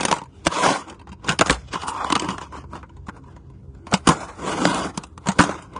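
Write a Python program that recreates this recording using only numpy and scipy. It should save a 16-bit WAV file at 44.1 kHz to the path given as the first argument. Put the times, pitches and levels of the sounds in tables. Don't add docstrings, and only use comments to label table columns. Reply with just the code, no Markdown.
import sys
import numpy as np
from scipy import signal
from scipy.fft import rfft, irfft, next_fast_len
from scipy.io import wavfile
from scipy.ndimage import uniform_filter1d, map_coordinates

SR = 44100
rng = np.random.default_rng(int(sys.argv[2]) if len(sys.argv) > 2 else 0)


def magnitude_from_level(level_db):
    exponent = np.asarray(level_db, float) / 20
    return 10 ** exponent


def waveform_to_disk(signal):
    frames = np.transpose(np.atleast_2d(signal))
    scaled = np.clip(frames, -1, 1) * 32767
    samples = np.round(scaled).astype(np.int16)
    wavfile.write(sys.argv[1], SR, samples)


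N = 255735


def unit(x):
    return x / np.sqrt(np.mean(x ** 2) + 1e-20)


def wobble(rate):
    knots = rng.standard_normal(int(N * rate / SR) + 4)
    return map_coordinates(knots, [np.arange(N) * rate / SR])


def add(out, rows, starts):
    for row, at in zip(rows, starts):
        out[int(at):][:len(row)] += row


# pitch_hz [Hz], level_db [dB per Hz]
TRAFFIC_TONE = [(26, -38.5), (50, 3.5), (81, 7.5), (110, 0), (181, -5), (402, -28), (680, -32.5),
                (1020, -26), (1120, -53.5), (4730, -49), (7460, -53.5), (9160, -65.5), (10500, -70),
                (13600, -96), (22000, -120)]
# time_s [s], level_db [dB]
TRAFFIC_LEVEL = [(0, -44), (0.161, -58.5), (.45, -45), (.73, -69), (.97, -47), (1.21, -45.5), (1.47, -41),
                 (1.84, -45), (3.29, -43.5), (4.409, -45.5), (5.272, -46.5), (5.6, -45), (5.8, -42)]


def traffic():
    tone_hz, tone_db = np.transpose(TRAFFIC_TONE)
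    hz = np.fft.rfftfreq(N, 1 / SR)
    colour = magnitude_from_level(np.interp(np.log(hz + 1), np.log(tone_hz + 1), tone_db))
    noise = irfft(rfft(rng.standard_normal(N)) * colour, N)
    level_db = np.interp(np.arange(N) / SR, *np.transpose(TRAFFIC_LEVEL))
    return magnitude_from_level(level_db + 0.5 + 0.38 * wobble(13)) * unit(noise)


# multiple [times its base pitch], level_db [dB]
MOTOR_HUM = [(1, -56.5), (2, -54.5), (3, -61.5), (4, -61), (5, -61.5), (6, -63.5), (7, -68.5), (8, -75)]


def motor():
    motor_hz, motor_drift = 66.7, 0.004
    fan_hz, fan_db = 82.8, -53.5
    turns = np.cumsum(motor_hz * (1 + motor_drift * wobble(1.9))) / SR
    fan_turns = np.cumsum(fan_hz * (1 + 0.025 * wobble(5.5))) / SR
    out = magnitude_from_level(fan_db + 3.1 * wobble(11)) * np.sin(2 * np.pi * fan_turns)
    for multiple, level_db in MOTOR_HUM:
        phase = 2 * np.pi * round(multiple) * turns + 6 * rng.random()
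        out += magnitude_from_level(level_db + 5.9 * wobble(13)) * np.sin(phase)
    return out


# start_s [s], peak_db [dB], pitch_hz [Hz], t60_s [s to fade 60 dB]
THUMPS = [(0.108, -38, 61.3, 0.16), (0.469, -22.5, 70.5, 0.071), (1.412, -23.5, 102, 0.11),
          (1.508, -22.5, 59.3, 0.23), (4.081, -28.5, 72.2, 0.17), (5.392, -9.5, 106, 0.042)]
# start_s [s], peak_db [dB], pitch_hz [Hz], t60_s [s]
BOOMS = [(0.05, -13, 230, 0.033), (0.466, -20, 336, 0.049), (.47, -21, 555, .04), (1.091, -33, 150, 0.043),
         (1.114, -37, 189, 0.15), (1.293, -15.5, 161, 0.08), (1.407, -15, 322, 0.058),
         (1.505, -19.5, 263, 0.063), (2.125, -10.5, 300, 0.035), (2.157, -19, 310, 0.073),
         (2.222, -27, 325, 0.064), (2.286, -23.5, 188, 0.15), (3.085, -21, 192, 0.031),
         (3.937, -8, 189, 0.068), (4.086, -19, 152.5, 0.16), (4.092, -13, 358, 0.08),
         (4.6527, -14.5, 420, .025), (4.976, -18, 189, 0.04), (5.286, -13, 192, 0.085),
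         (5.402, -15, 294, 0.14)]


def thumps():
    start_s, peak_db, pitch_hz, t60_s = np.transpose(THUMPS + BOOMS)[:, :, None]
    t = np.arange(SR // 4) / SR
    soft_start = 1 - np.exp(-t / 0.002)
    swings = magnitude_from_level(peak_db + 4.5 - 60 * t / t60_s) * np.sin(2 * np.pi * pitch_hz * t) * soft_start
    out = np.zeros(N + SR)
    add(out, swings, start_s[:, 0] * SR)
    return out[:N]


def grit(shape, rate, spread_db):
    chance, side, size = rng.random((3,) + shape)
    return (chance < rate / SR) * np.sign(side - 0.5) * magnitude_from_level(-spread_db * np.log(size + 0.0016))


def ring(force, modes, scatter_db, detune, soft_hz, near_hz, near_db, extra_db):
    size = next_fast_len(force.shape[1] + 1500)
    f = np.fft.rfftfreq(size, 1 / SR)
    spot = rng.standard_normal((len(force), len(modes), 2))
    body = 0
    for k, (pitch_hz, width_hz, level_db) in enumerate(modes):
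        centre_hz = pitch_hz * (1 + detune * spot[:, k, :1])
        if near_hz is not None:
            level_db = level_db + near_db * np.exp(-0.5 * (np.log(pitch_hz / near_hz) / 0.1) ** 2)
        gain = (-1) ** k * magnitude_from_level(level_db + extra_db[:, k, None] + scatter_db * spot[:, k, 1:])
        damping = 1j * f * width_hz
        body = body + gain * damping / (centre_hz ** 2 - f * f + damping)
    body = body / (1 + 1j * f / soft_hz) ** 2
    body /= np.linalg.norm(body, axis=1, keepdims=True)
    return irfft(rfft(force, size) * body, size)


# pitch_hz [Hz], width_hz [Hz], level_db [dB]
DRUM = [(174, 39, -1.5), (297.4, 53.3, -1.5), (414, 127, -6)]
# pitch_hz [Hz], width_hz [Hz], level_db [dB]
SHELL = [(494.4, 122, -0.5), (603, 455, -1.5), (867, 172, -3.5), (956, 110.5, 1.5), (1070, 390, -4.5),
         (1497, 200, -0.5), (1611, 74, -6), (2006, 390, -7.5), (1500, 2600, -12.5)]
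# pitch_hz [Hz], width_hz [Hz], level_db [dB]
BOARD = [(2430, 1200, -8), (2600, 190, 2), (2767, 390, 0.5), (2875, 217, 4.5), (3415, 260, -6.5),
         (4458, 560, -2), (4703, 420, -2.5), (6830, 550, -4), (6924, 750, -4), (7900, 3470, -4.5),
         (8740, 1270, -7), (9180, 600, -8.5), (4530, 6700, -11)]
# time_s [s], tilt_db [dB per octave]
GRIP = [(0, 3), (.3, 0), (.62, 1), (.9, 1), (1.1, -7), (1.3, -2), (1.45, 4.5), (1.75, -4.5), (1.83, -3),
        (1.89, 15.5), (1.97, -2.5), (2.2, -0.5), (2.6, 0), (3.3, 2), (4.0, 2.5), (4.7, 2.5), (5.2, 3.5),
        (5.8, 0.5)]


def grip_db(time_s, modes):
    tilt_db = np.interp(time_s, *np.transpose(GRIP))
    octaves = np.log2(np.array(modes)[:, 0] / 4500)
    return octaves * tilt_db[:, None] * (modes is BOARD)


# peak_s [s], rise_s [s], fall_s [s], shell_db [dB], board_db [dB over shell]
RIM_STROKES = [(.16, 0.45, 0.051, -34.5, -5.5), (.38, 0.13, 0.39, -59.5, -2),
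               (1.43, 0.032, 0.21, -39.5, -4.5), (1.53, 0.12, 0.056, -31, -5.5), (1.58, .08, 0.16, -62, 5),
               (1.69, 0.033, 0.013, -51, 3), (1.746, 0.035, 0.041, -28.5, -4.5),
               (1.83, 0.13, 0.047, -49, 6.5), (1.89, 0.023, 0.029, -34, 5), (1.93, 0.17, 0.14, -28.5, -28),
               (2.02, 0.14, 0.16, -29, -9.5), (2.116, 0.11, 0.11, -29, -13), (2.42, 0.024, 0.075, -38, -6),
               (4.12, 0.061, 0.031, -22, -9), (4.226, 0.04, 0.043, -31.5, -10.5),
               (4.295, 0.051, 0.085, -36, -14), (5.51, 0.034, 0.054, -31.5, -35.5),
               (5.59, 0.092, 0.015, -40.5, -9), (5.8, 0.062, .1, -42, -16)]
# peak_s [s], rise_s [s], fall_s [s], shell_db [dB], board_db [dB over shell]
MID_STROKES = [(.094, 0.045, 0.057, -32.5, -8), (.885, 0.027, 0.088, -39, -14.5),
               (1.31, 0.07, 0.052, -28.5, -8), (2.225, 0.089, 0.21, -31.5, -9.5),
               (2.295, 0.023, 0.068, -29, -7.5), (2.564, 0.056, 0.077, -36.5, -9.5),
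               (2.76, 0.06, 0.058, -38.5, -13), (3.17, 0.058, 0.039, -48, -15.5),
               (3.27, 0.057, 0.17, -53.5, -12.5), (3.76, 0.037, 0.072, -61.5, -10.5),
               (3.925, 0.021, 0.026, -32.5, -23), (3.95, 0.095, 0.094, -45, -3.5),
               (4.13, 0.037, 0.19, -33, -9.5), (4.89, 0.03, 0.052, -35, -12.5), (4.95, 0.02, 0.16, -44, -9),
               (5.27, 0.079, 0.56, -45, -12), (5.43, 0.069, 0.19, -27, -11), (5.62, 0.076, 0.055, -56.5, 1),
               (5.78, 0.077, 0.11, -38, -19)]
# time_s [s], push_db [dB], place [0 rim to 1 middle]
ROLLS = [
    [(.49, -42.5, 0.078), (.52, -27, 0), (.566, -23, 0.23), (.6, -24.5, 0.055), (.64, -18, 0.4),
     (.708, -19, 1), (.76, -25.5, 0.34), (.81, -36, 0.39), (.88, -58, 0.85)],
    [(4.35, -51, 0.59), (4.41, -37.5, 1.36), (4.5, -24, 0.86), (4.564, -30, 1.03), (4.65, -22.5, 1.2),
     (4.7, -23.5, 0.95), (4.79, -25, 0.86), (4.874, -30.5, 1.14), (4.89, -48, 1.5)],
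]


def pressure():
    rim_drum_db, mid_drum_db = -15, -1.5
    rest_db, rest_sway_db = (-67, -57, -78.5), -1
    edge_db, swell, die = 20, 1.6, 1.5
    t = np.arange(0, N, 64) / SR
    power = magnitude_from_level(np.array(rest_db)[:, None] + rest_sway_db * wobble(10)[::64]) ** 2
    for strokes, drum_db in [(RIM_STROKES, rim_drum_db), (MID_STROKES, mid_drum_db)]:
        for peak_s, rise_s, fall_s, shell_db, board_db in strokes:
            before = np.abs((peak_s - t) / rise_s) ** swell
            after = np.abs((t - peak_s) / fall_s) ** die
            away = np.where(t < peak_s, before, after)
            parts_db = np.array([[0], [drum_db], [board_db]])
            power = power + magnitude_from_level(shell_db - edge_db * away + parts_db) ** 2
    for roll in ROLLS:
        time_s, push_db, place = np.transpose(roll)
        push_db = np.interp(t, time_s, push_db, left=-120, right=-120)
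        place = np.interp(t, time_s, place)
        drum_db = rim_drum_db + place * (mid_drum_db - rim_drum_db)
        board_db = -8 + 0.068 * (push_db + 25)
        power = power + magnitude_from_level(push_db + np.array([0 * t, drum_db, board_db])) ** 2
    return [np.interp(np.arange(N) / SR, t, np.sqrt(p)) for p in power]


# time_s [s], singing_db [dB]
SINGING = [(0, -1), (.85, 5), (1.7, 0.5), (1.9, 16), (2.08, 9), (2.3, 11), (2.8, 4.5), (4.1, 0), (4.6, 4),
           (5.8, 5.5)]


def rolling():
    clump = 0.48 * wobble(68) + 0.5 * wobble(160)
    starts = np.arange(0, N, 2048)
    patch = starts[:, None] + np.arange(4096)
    fade = np.sqrt(np.hanning(4096))
    sing_db = np.interp(starts / SR, *np.transpose(SINGING))[:, None]
    out = np.zeros(N)
    # (modes, kicks a second, contact Hz, sung Hz, share of the singing, kick spread dB, pitch drift)
    layers = [(SHELL, 6000, 2200, 1010, 1.05, 2.1, 0.04),
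              (DRUM, 5000, 900, 320, 0.95, 1.2, 0.04),
              (BOARD, 14000, 30000, 2920, 0.6, 2.3, 0.015)]
    for (modes, rate, soft_hz, sung_hz, share, spread_db, drift), gain in zip(layers, pressure()):
        kicks = magnitude_from_level(clump + 0.9 * wobble(70)) * grit((N,), rate, spread_db)
        force = np.pad(kicks, (2048, 4096))
        rows = ring(force[patch] * fade, modes, scatter_db=1.6, detune=drift, soft_hz=soft_hz,
                    near_hz=sung_hz, near_db=share * sing_db, extra_db=grip_db(starts / SR, modes))
        stream = np.zeros(N + SR)
        add(stream, rows, starts)
        out += gain * unit(stream[2048:][:N])
    return out


# start_s [s], shell_db [peak dB], board_db [dB over shell], note_hz [shell note, Hz]
SNAPS = [(.0325, -12.5, -0.5, 700), (.052, -6, 0, 600), (.084, -13.5, -2.5, 1160), (.111, -14, -15, 910),
         (.1145, -11, 4, 680), (.165, -20, -18, 850), (.468, -3.5, -4.5, 722), (.517, -38, 1, 865),
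         (1.3905, -25, 18, 1100), (1.394, -4, -21, 1540), (1.411, -1, -4.5, 755), (1.419, -6.5, -9, 1446),
         (1.4975, -3, -5, 1480), (2.102, -11, -7.5, 1170), (2.123, -13, 3.5, 960),
         (2.154, -10.5, 1.5, 1030), (2.197, -29, 16.5, 1010), (2.288, -15.5, -8.5, 980),
         (2.382, -20, -5, 1120), (3.084, -29, -9, 970), (3.089, -23, -8, 1000), (3.095, -27.5, -12, 870),
         (4.976, -18.5, 5.5, 956), (5.178, -26, -5, 1094), (5.493, -12.5, -12, 616)]
SKIDS = [(1.072, -31.5, -12.5, 1060), (1.119, -34.5, -3, 1606), (1.291, -12, 4.5, 1480),
         (1.461, -15, -1, 1214), (1.755, -15.5, -18, 1007), (2.305, -23.5, 0, 960), (2.414, -25, -6, 955),
         (2.553, -27.5, -27, 970), (2.755, -23, -16, 1137), (3.166, -39.5, -8, 898),
         (3.869, -27.5, -9.5, 920), (3.922, -16, -24, 850), (3.929, -11.5, -18, 902),
         (3.9385, -13, 5.5, 750), (5.259, -23.5, -13.5, 912), (5.271, -16, -2.5, 945),
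         (5.287, -13, 1.5, 796), (5.318, -27.5, 7.5, 1040), (5.399, -6.5, -4.5, 1110),
         (5.412, -16.5, 5, 1340), (5.423, -15.5, 1, 1040), (5.438, -13.5, -2, 1110),
         (5.763, -22.5, -12, 970)]
FLATS = [(.008, -17.5, 3, 843), (.461, -20.5, 2, 750), (1.511, -13, -2.5, 1160), (1.736, -23, 2, 1490),
         (2.221, -22, -1, 1086), (4.073, -5.5, -1.5, 1042), (4.089, -6, 1, 1006), (4.108, -14, -19, 1600),
         (5.390, -8, -1.5, 1340)]
CRACKS = [(.1263, -4, -7, 1026), (.4697, -7.5, -3.5, 1188), (.6613, -6, -18, 915),
          (.6763, -11.5, -10, 1020), (.6895, -12, -10, 865), (1.2932, -14.5, -2.5, 1500),
          (1.5072, -14.5, 12.5, 1110), (1.8822, -15, -5, 980), (2.0462, -11.5, -9, 1130),
          (2.1257, -12, 2.5, 1014), (2.1293, -12, -9.5, 1030), (2.2197, -28, 6.5, 1030),
          (3.9403, -6, -1.5, 872), (4.0757, -7.5, -6, 1298), (4.6537, 1.5, -9, 684),
          (4.6973, -23, -8.5, 915), (4.7463, -23, 8.5, 975), (5.3862, -22, 3.5, 1120)]
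MORE_SNAPS = [(.001, -17.5, -14, 900), (0.089, -18, -6, 1180), (.13, -17, -4.5, 1000), (.139, -21, 0.5, 1000),
              (.474, -20, 8, 1014), (0.703, -18, -1, 910), (1.277, -26, 6, 1410), (1.285, -12, -8, 1430),
              (1.303, -17.5, -12, 1450), (1.313, -20, 2, 1450), (1.322, -23, 4, 1500),
              (1.331, -19, -18, 1490), (1.471, -18, 3, 1272), (1.482, -22, -3, 1200), (1.519, -37, 15, 1000),
              (1.527, -25, 9, 1210), (1.73, -30, 3, 1410), (1.743, -20.5, 2.5, 1100), (1.944, -32, -9, 1020),
              (2.115, -28, -19, 1040), (2.163, -5.5, -11, 1090), (2.177, -22, -4, 1270),
              (2.229, -32, -7, 990), (2.246, -17.5, -6, 1100), (3.915, -36.5, 12, 1440), (4.08, -6, -4, 1000),
              (4.092, -7.5, -11, 1014), (4.097, -16, -1, 1440), (4.493, -21.5, -16, 990),
              (5.394, -0.5, -23, 1013), (5.405, -3.5, -13, 1080), (5.459, -34, -4, 900),
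              (5.512, -23, -7, 1100)]
# start_s [s], shell_db [peak dB], board_db [dB over shell]
TICKS = [(.185, -26, -2), (.206, -45, 1), (0.217, -24, -14), (0.238, -37.5, -3.5), (.257, -41, -9),
         (0.444, -47, 4.5), (0.452, -31, 2.5), (0.884, -49, 11), (0.899, -35, 7.5), (0.903, -51, -9),
         (.927, -37, -9), (.945, -47, 3), (.962, -63, 0), (0.996, -40.5, 0), (1.015, -37.5, -7),
         (1.093, -39, 1.5), (1.129, -35, -1.5), (1.197, -50, -9), (1.245, -27, -4), (1.265, -38, 5),
         (1.819, -34.5, 9.5), (1.833, -23.5, -5), (2.525, -29, -11), (2.64, -34, -17), (2.733, -24.5, -22),
         (2.83, -31, -17), (2.895, -42.5, -3.5), (2.968, -43, -2.5), (3.069, -34, -6), (3.24, -44, -10),
         (3.283, -41, -18), (3.364, -37.5, -10), (3.501, -44, -7.5), (3.749, -45.5, -8.5), (3.975, -40, 8),
         (4.049, -52, 9), (4.063, -32, -6), (4.206, -29, -1), (4.228, -27, -12), (4.414, -50, -10),
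         (4.486, -42, -15), (5.037, -28, 3), (5.069, -55.5, 11), (5.625, -40.5, 8), (5.736, -40, -3)]
# [rise into the blow, s]
CRACK = (-14.5, 0.0053, 0.00087)


def contacts():
    ticks = [(*row, 970) for row in TICKS]
    snap = (-9, 0.048, 0.0012)
    skid = (-7, 0.1, 0.0013)
    flat = (0.68, 0.095, 0.0014)
    tick = (-6, 0.073, 0.0022)
    kinds = [(SNAPS, snap), (SKIDS, skid), (FLATS, flat), (CRACKS, CRACK), (MORE_SNAPS, snap), (ticks, tick)]
    return [(*row, *kind) for rows, kind in kinds for row in rows]


def clacks():
    start_s, shell_db, board_db, note_hz, drum_db, t60_s, swell_s = np.transpose(contacts())[:, :, None]
    lead = 441
    t = np.arange(-lead, 4500) / SR
    out = np.zeros(N + SR)
    layers = [(DRUM, shell_db + drum_db - 0.3, 0.35, 2500, 0.9, 700, None, 2.7, 2.5),
              (SHELL, shell_db + 0.015, 0.55, 5000, 1.1, 3000, note_hz, 2.4, 3.1),
              (BOARD, shell_db + board_db + 0.019, 0.45, 14000, 0.62, 30000, None, 1.5, 1.6)]
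    for modes, peak_db, rattle, rate, share, soft_hz, near_hz, blow, scatter_db in layers:
        settle_s = np.clip(share * t60_s, 0.008, 0.2)
        swell = np.exp(np.minimum(t, 0) / swell_s)
        fade = np.where(t < 0, swell, magnitude_from_level(-60 * t / settle_s))
        force = rattle * fade * grit(fade.shape, rate, spread_db=-1.5)
        force[:, lead] = blow
        sound = ring(force, modes, scatter_db=scatter_db, detune=0.04, soft_hz=soft_hz, near_hz=near_hz,
                     near_db=13.5, extra_db=grip_db(start_s[:, 0], modes))
        sound *= magnitude_from_level(peak_db) / np.abs(sound).max(axis=1, keepdims=True)
        add(out, sound, np.round(start_s[:, 0] * SR))
    return out[lead:][:N]


def scene():
    return (traffic() + motor() + thumps() + rolling() + clacks())[None]


def dropouts(x, share, depth_db):
    hz, _, z = signal.stft(x, SR, nperseg=1024)
    loud = np.sum(np.abs(z[0]) ** 2, axis=0)
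    steady = loud < 3 * np.roll(loud, 2)
    chance = rng.standard_normal((z.shape[1] // 4 + 1, z.shape[2] // 2 + 1))
    chance = unit(uniform_filter1d(chance, size=10, axis=1))
    chance = np.kron(chance, np.ones((4, 2)))[:len(hz), :len(loud)]
    likely = np.exp(-0.5 * ((hz - 4300) / 2100) ** 2) * (hz > 600) * (hz < 6300)
    drop = chance + share * likely[:, None] > 3.2
    return signal.istft(z * magnitude_from_level(-depth_db * drop * steady), SR, nperseg=1024)[1][:, :N]


def band_limit(x):
    return signal.sosfilt(signal.butter(12, 10790, fs=SR, output="sos"), x)


def record(dry):
    top_hz = 9980
    hz = np.fft.rfftfreq(N, 1 / SR)
    cut_db = -55 * np.clip((hz - top_hz + 300) / 900, 0, 1.5) ** 2
    x = irfft(rfft(dry) * magnitude_from_level(cut_db), N)
    x = dropouts(x, share=2.75, depth_db=35)
    x = np.clip(x, -1, 1)
    return band_limit(x)


dry = scene()
out = record(dry)
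waveform_to_disk(out)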